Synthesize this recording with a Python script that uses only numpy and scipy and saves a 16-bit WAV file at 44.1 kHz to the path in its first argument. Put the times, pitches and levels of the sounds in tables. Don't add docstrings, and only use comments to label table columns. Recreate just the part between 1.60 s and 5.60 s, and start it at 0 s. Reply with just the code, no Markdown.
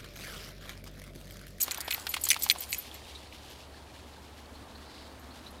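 import sys
import numpy as np
from scipy import signal
from scipy.fft import rfft, irfft
from scipy.io import wavfile

SR = 44100
rng = np.random.default_rng(int(sys.argv[2]) if len(sys.argv) > 2 else 0)


def to_wav(s):
    ch = np.atleast_2d(s).T
    pcm = np.round(np.clip(ch, -1, 1) * 32767)
    wavfile.write(sys.argv[1], SR, pcm.astype(np.int16))


N = 176400
T = np.arange(N) / SR
AGE = T[:SR // 5]

# pitch in Hz, level in dB, seconds to fade by 60 dB.
TAG_LOW_TONES = [(5810, -20, 0.02), (6820, -3.5, 0.286), (7440, -3, 0.039), (7865, 3.5, 0.035)]
TAG_MID_TONES = [(8620, -14.5, 0.076), (10550, 13, 0.03), (10340, -3.5, 0.0163)]
TAG_TOP_TONES = [(11960, -5, 0.139), (12103, 0.5, 0.0226), (12400, -25, .04), (14300, -12.5, 0.065)]


def collar():
    # start in seconds, then the relative levels of body, clack and tick in dB.
    knocks = [(0.0166, -67.5, -54.5, -20), (0.0325, -55, -57, -24), (0.042, -59, -38, -30),
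              (0.11, -41.5, -30, -26), (0.115, -36, -35, -32.5), (0.1453, -41, -42, -29.5),
              (0.174, -50.5, -38, -43), (0.205, -51.5, -43.5, -26.5), (0.211, -54.5, -46.5, -28.5),
              (0.307, -34.5, -37.5, -25.5), (0.311, -29, -28.5, -31), (0.324, -39.5, -34, -29.5),
              (0.328, -29.5, -39, -46.5), (0.3457, -34.5, -33, -34), (0.397, -62, -65, -36),
              (0.5417, -29.5, -47.5, -27.5), (0.545, -43, -51, -31), (0.611, -66, -61.5, -37.5),
              (0.6379, -54, -51, -27.5), (0.657, -60.5, -49.5, -31.5), (0.688, -66, -43.5, -20.5),
              (0.7029, -30, -19, -15), (0.709, -24.5, -24.5, -24.5), (0.7128, -27, -28.5, -39),
              (0.715, -21.5, -29, -16), (0.719, -36, -38, -48), (0.7306, -30, -41, -27),
              (0.7434, -33, -36, -28), (0.822, -58, -37.5, -26), (0.833, -51, -47.5, -28),
              (0.839, -54, -51, -39.5), (0.84, -52, -35.5, -23), (0.889, -57.5, -57, -30),
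              (0.899, -23.5, -14, -19), (0.906, -36, -24.5, -25.5), (0.91, -27, -28, -25),
              (0.912, -28.5, -33, -23.5), (1.037, -47.5, -46.5, -37), (1.121, -60, -60, -30),
              (1.1283, -28, -30, -28.5), (1.134, -45, -40, -31), (1.146, -34.5, -51.5, -29),
              (1.314, -66.5, -44, -61), (1.725, -47, -64, -61.5)]
    # pitch in Hz, level in dB, seconds to fade by 60 dB.
    body_tones = [(1800, 1, 0.00765), (2002.6, 1, 0.0245), (2164.7, -7, 0.057), (2279, 10.5, 0.0136),
                  (2586.4, 2, 0.0341), (2943, 10, 0.009)]
    clack_tones = [(3412, -1, 0.0093), (3496, -9.5, 0.01045), (3980, -3.5, 0.0087), (4178, 13.5, 0.00719),
                   (4650, 1, 0.0078), (4800, -8, 0.0157), (6084, -4, 0.021), (6120, -26, 0.076)]
    # frequency in Hz, level in dB.
    tick_colour = [(1500, -47.5), (4500, 3), (6300, 2.5), (9000, 3), (11000, 1.5), (13200, -5.5),
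                   (14600, -2.5), (16000, -5)]
    onset = 1 - np.exp(-(AGE / 0.000428) ** 2)
    tick_fade = fade(0.0033) + amp(-4) * fade(0.0245)
    out = np.zeros(N)
    for start, body_db, clack_db, tick_db in knocks:
        body = onset * ring(body_tones, vary_db=2.06, detune=0.0448)
        clack = onset * ring(clack_tones, vary_db=29.5, detune=0.0277)
        tick = colour(rng.standard_normal(len(AGE)) * tick_fade * onset, tick_colour)
        for part, db in (body, body_db), (clack, clack_db), (tick, tick_db - 5.5):
            add(out, start, amp(db) * unit(part, size=150))
    return out


def tags():
    # start in seconds, levels of the low, middle and top tones in dB, seconds of free ringing.
    jingles = [(.005,-32.5,-38.5,-34.5,0.014), (0.016,-29.5,-43,-41,0.0026), (.026,-40.5,-40,-24.5,0.0147),
               (0.116,-35.5,-46,-39.5,0.0057), (.176,-56,-57.5,-41,0.0064), (.207,-58,-52,-42.5,0.011),
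               (.246,-57,-56.5,-47.5,0.022), (0.312,-44,-46.5,-37.5,.02), (0.336,-46.5,-57.5,-30,0.0086),
               (0.491,-43.5,-53,-32.5,0.0227), (0.613,-59.5,-41,-40.5,.008), (.637,-28,-43.5,-32,0.0053),
               (.651,-31.5,-48,-35.5,0.0055), (0.688,-45.5,-35,-28.5,0.00276),
               (0.706,-46.5,-25,-40.5,0.0062), (0.721,-40,-60,-57.5,0.017), (.79,-61,-62.5,-43,0.0146),
               (.823,-35,-53,-36,0.0074), (0.834,-38.5,-52,-26,0.0064), (.912,-48,-42,-27.5,0.0143),
               (0.984,-47.5,-43,-56,.021), (1.005,-50.5,-58.5,-35,0.002), (1.09,-57.5,-62,-46.5,0.0206),
               (1.106,-57,-59,-37.5,0.013), (1.129,-36.5,-54,-39,0.0233), (1.183,-60,-65.5,-33,0.0164),
               (1.341,-53.5,-57.5,-47.5,0.025), (1.9,-69.5,-68.5,-59.5,.02),
               (3.594,-66.5,-75.5,-59.5,0.024), (3.906,-70.5,-61,-62,0.0118)]
    fur_damping_db = -16
    onset = 1 - np.exp(-AGE / 0.00104)
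    out = np.zeros(N)
    for start, *levels, free_s in jingles:
        damping = amp(fur_damping_db * np.clip((AGE - free_s) / 0.0085, 0, 1))
        touches = 0.304 * clicks(790, 1.73)[:len(AGE)] * np.exp(-AGE / 0.007)
        touches[0] += 1
        for tones, db in zip((TAG_LOW_TONES, TAG_MID_TONES, TAG_TOP_TONES), levels):
            one_ring = onset * ring(tones, vary_db=5.3, detune=0.01646)
            jingle = signal.fftconvolve(touches, one_ring)[:len(AGE)]
            jingle *= 1 + 0.372 * drift(1060)[:len(AGE)]
            add(out, start, amp(db) * unit(damping * jingle, size=370))
    return out


def ears():
    # start in seconds, slap level in dB, relative spatter level in dB, pitch in Hz.
    flaps = [(0.081,-36.5,-42.5,846), (.184,-41.5,-62.5,938), (.2799,-34,-38,736), (0.38,-42,-48.5,720.8),
             (0.4706,-47,-34,1287), (.542,-41,-33.5,1360), (0.5681,-34.5,-36.5,920), (0.669,-41,-40,930),
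             (.764,-34.5,-39.5,954), (.864,-34.5,-41,893), (.953,-43,-52.5,845), (.96,-39.5,-49.5,854)]
    # frequency in Hz, level in dB.
    slap_colour = [(150,-15.5), (480,-13.5), (750,3), (1050,1), (1500,-11), (2500,-29), (6000,-14.5),
                   (16000,-67)]
    spatter_colour = [(500, -14), (1500, -2), (3000, 2), (4300, 2), (6500, -14.5), (10000, -13.5),
                      (16000, -18)]
    base_pitch_hz, spatter_lead_s = 873.2, 0.0045
    out = np.zeros(N)
    for start, slap_db, spatter_db, pitch_hz in flaps:
        push = 0.2 * rng.standard_normal(len(AGE)) * fade(0.01505)
        push[0] += 1
        slap = colour(push, [(hz * pitch_hz / base_pitch_hz, db) for hz, db in slap_colour])
        add(out, start, amp(slap_db) * unit(slap, size=240))
        drops = clicks(3600, 5.65)[:len(AGE)] * AGE * np.exp(-AGE / 0.00439)
        spatter = unit(colour(drops, spatter_colour), size=550)
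        add(out, start - spatter_lead_s, amp(spatter_db - 0.5) * spatter)
        crack = rng.standard_normal(len(AGE)) * np.exp(-AGE / 0.00152)
        add(out, start, amp(spatter_db - 4) * unit(colour(crack, spatter_colour), size=550))
    return out


def rattle():
    # time in seconds, level in dB.
    shake_levels = [(0, -41.5), (.13, -52.5), (.24, -56), (.33, -48.5), (.44, -54.5), (.53, -46),
                    (.59, -52), (.67, -40), (.77, -54), (.83, -42.5), (.97, -55.5), (1.025, -39.5),
                    (1.06, -53), (1.14, -46.5), (1.22, -53), (1.35, -66.5), (1.45, -63.5), (2.2, -90.5)]
    # frequency in Hz, level in dB.
    rattle_colour = [(800, -33), (2000, -5), (4200, 0), (5600, -5.5), (8000, -6), (10500, -3.5),
                     (13300, -14.5), (14600, -3), (16000, -41.5)]
    vigour = curve(shake_levels) * amp(2.24 * drift(52.4))
    links = np.zeros(N)
    for _ in range(8):
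        hits = clicks(260, 2.82)
        link_ring = rng.standard_normal(len(AGE)) * fade(0.013)
        links += signal.fftconvolve(hits, link_ring)[:N]
    out = unit(colour(links, rattle_colour)) * vigour
    tag_rings = ring(TAG_LOW_TONES, 0.92), ring(TAG_MID_TONES, 0.92), ring(TAG_TOP_TONES, 1)
    for tone, db in zip(tag_rings, (-12, -14, -11)):
        hits = unit(clicks(99, 6.4)) * vigour
        out += amp(db) * signal.fftconvolve(hits, tone / np.linalg.norm(tone))[:N]
    return out


def coat():
    # time in seconds, level in dB.
    rustle_levels = [(0, -57), (.13, -46), (.22, -52.5), (.45, -68), (.9, -56), (1.3, -69)]
    # frequency in Hz, level in dB.
    rustle_colour = [(300, -15.5), (900, -8.5), (1600, -4.5), (2200, -8), (3500, -6), (9000, -32.5)]
    return unit(colour(clicks(5000, 3.7), rustle_colour)) * curve(rustle_levels)


def swish():
    # time in seconds, pitch in Hz, level in dB.
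    swish_path = [(.1, 1250, -64), (.18, 1440, -50.5), (.24, 1945, -48.5), (.35, 1535, -50.5),
                  (0.499, 1200, -58)]
    times, hz, db = np.transpose(swish_path)
    hiss = band_noise(np.interp(T, times, hz), width_hz=665)
    return hiss * amp(np.interp(T, times, db)) * (T < times[-1])


def paws():
    # middle of the step in seconds, level in dB.
    steps = [(1.262, -50.5), (1.35, -53), (1.5, -54.5), (1.755, -53), (1.85, -54.5), (1.92, -52.5),
             (2.0, -56.5), (2.36, -59.5), (2.5, -60.5), (2.66, -61), (2.79, -56.5), (2.95, -60.5),
             (3.77, -54.5), (3.86, -56)]
    # frequency in Hz, level in dB.
    sand_colour = [(300,-0.5), (1500,-9), (2900,5.5), (5500,-0.5), (8000,-8.5), (12000,-7.5), (16000,-20)]
    pressure = sum(amp(db) * swell(middle, width_s=0.0364) for middle, db in steps)
    return unit(colour(clicks(2500, 2.66), sand_colour)) * pressure


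def water():
    # time in seconds, level in dB.
    ripple_levels = [(0,-63.5), (1.3,-56), (1.6,-54.5), (1.7,-59.5), (1.9,-60.5), (2.06,-61), (2.17,-60),
                     (2.4,-59.5), (2.7,-61.5), (2.9,-64.5), (3.15,-59.5), (3.25,-61), (3.37,-55.5),
                     (3.47,-60.5), (3.57,-62), (3.73,-60.5), (4,-64)]
    # frequency in Hz, level in dB.
    fizz_colour = [(500,-23), (1800,-13), (3100,-1), (3600,-0.5), (4300,-1.5), (5000,-3.5), (6000,-8),
                   (10000,-14), (16000,-32)]
    # start in seconds, starting pitch in Hz, relative level in dB.
    plips = [(1.55, 3764, -42.5), (1.658, 4200, -51), (2.161, 4243, -52.5), (2.951, 4198, -51),
             (2.964, 3272, -55), (3.149, 4145, -47.5), (3.706, 4180, -50), (3.861, 3886, -42),
             (3.875, 4450, -64.5), (3.976, 3650, -53.5)]
    fizz = unit(colour(clicks(6000, 3.23), fizz_colour))
    froth = unit(sum(signal.fftconvolve(clicks(22, 2.4), bubble(hz, fade_s=0.016))[:N]
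                     for hz in np.geomspace(1600, 4600, num=24)))
    lapping = curve(ripple_levels) * amp(1.67 * drift(25.7))
    out = lapping * (amp(-0.5) * fizz + amp(-3.5) * froth)
    foam = band_noise(4390, width_hz=890)
    out += amp(-57.5) * foam * swell(3.366, width_s=0.153)
    for start, hz, db in plips:
        splash = 0.8 + 0.997 * drift(433)[:len(AGE)]
        add(out, start, amp(db) * bubble(hz, fade_s=0.109) * splash)
    return out


def bubble(hz, fade_s):
    onset = 1 - np.exp(-AGE / 0.002)
    return onset * fade(fade_s) * np.sin(2 * np.pi * hz * AGE * (1 + 0.88 * AGE))


def wind():
    # frequency in Hz, level in dB.
    rush_colour = [(15,-33.5), (25,-8.5), (43,-13.5), (53,-8), (76,-8.5), (97,-5), (149,-12.5), (270,-9.5),
                   (451,-11.5), (887,-12.5), (1440,-20.5), (4250,-32), (7310,-33.5), (12200,-35.5),
                   (16000,-43.5)]
    gust_colour = [(80, -17.5), (180, -12), (240, 1), (400, -12.5), (800, -10.5), (1500, -12.5),
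                   (4000, -38.5)]
    # time in seconds, level in dB.
    gust_levels = [(0, -62.5), (1.1, -62), (2, -71), (2.8, -58.5), (3.3, -55.5), (3.85, -54.5), (4, -56.5)]
    rush = amp(-52.5 + 0.5 * drift(10.1)) * unit(colour(rng.standard_normal(N), rush_colour))
    gust = curve(gust_levels) * unit(colour(rng.standard_normal(N), gust_colour))
    return rush + gust


def distant_hum():
    hum_hz, throb_hz = 72.85, 66
    hum = np.sin(2 * np.pi * hum_hz * T + 0.13 * drift(1))
    hum *= 1 + 0.075 * drift(3.75)
    phase = 2 * np.pi * throb_hz * T
    throb = drift(11.2) * np.sin(phase) + drift(6.4) * np.cos(phase)
    return amp(-55.5) * unit(hum) + amp(-62) * unit(throb)


def amp(db):
    return 10 ** (np.asarray(db) / 20)


def unit(x, size=None):
    return x / np.sqrt(np.mean(x[:size] ** 2) + 1e-20)


def curve(points):
    return amp(np.interp(T, *np.transpose(points)))


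def fade(seconds):
    return np.exp(-np.log(1000) * AGE / seconds)


def swell(middle_s, width_s):
    return np.exp(-((T - middle_s) / width_s) ** 2)


def add(mix, start_s, sound):
    part = mix[max(round(start_s * SR), 0):][:len(sound)]
    part += sound[:len(part)]


def colour(x, points):
    hz, db = np.transpose(points)
    log_hz = np.log(abs(np.fft.fftfreq(4096, 1 / SR)) + 1)
    log_gain = np.log(amp(np.interp(log_hz, np.log(hz + 1), db)))
    response = np.exp(np.conj(signal.hilbert(log_gain)))
    taps = np.fft.ifft(response).real
    return signal.fftconvolve(x, taps[:len(taps) // 2])[:len(x)]


def drift(rate_hz):
    hz = np.fft.rfftfreq(N, 1 / SR)
    return unit(irfft(rfft(rng.standard_normal(N)) * np.exp(-(hz / rate_hz) ** 2), N))


def clicks(per_s, spread_db):
    size = amp(spread_db * np.minimum(rng.exponential(1, N), 4))
    return size * rng.choice([-1, 1], N) * (rng.random(N) < per_s / SR)


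def ring(tones, vary_db, detune=0):
    out = 0
    for hz, db, fade_s in tones:
        louder, higher, phase = rng.uniform(-0.845, 1, 3)
        wave = np.sin(2 * np.pi * hz * (1 + detune * higher) * AGE + np.pi * phase)
        out = out + amp(db + vary_db * louder) * fade(fade_s) * wave
    return out


def band_noise(hz, width_hz):
    phase = 2 * np.pi * np.cumsum(hz * np.ones(N)) / SR
    return drift(width_hz) * np.sin(phase) + drift(width_hz) * np.cos(phase)


def scene():
    dog = collar() + tags() + ears() + rattle() + coat() + swish() + paws()
    return (dog + water() + wind() + distant_hum())[None]


def record(dry):
    low_pass = signal.firwin(255, 15900, window=("kaiser", 8), fs=SR)
    return signal.oaconvolve(dry, low_pass[None], "same")


dry = scene()
out = record(dry)
to_wav(out)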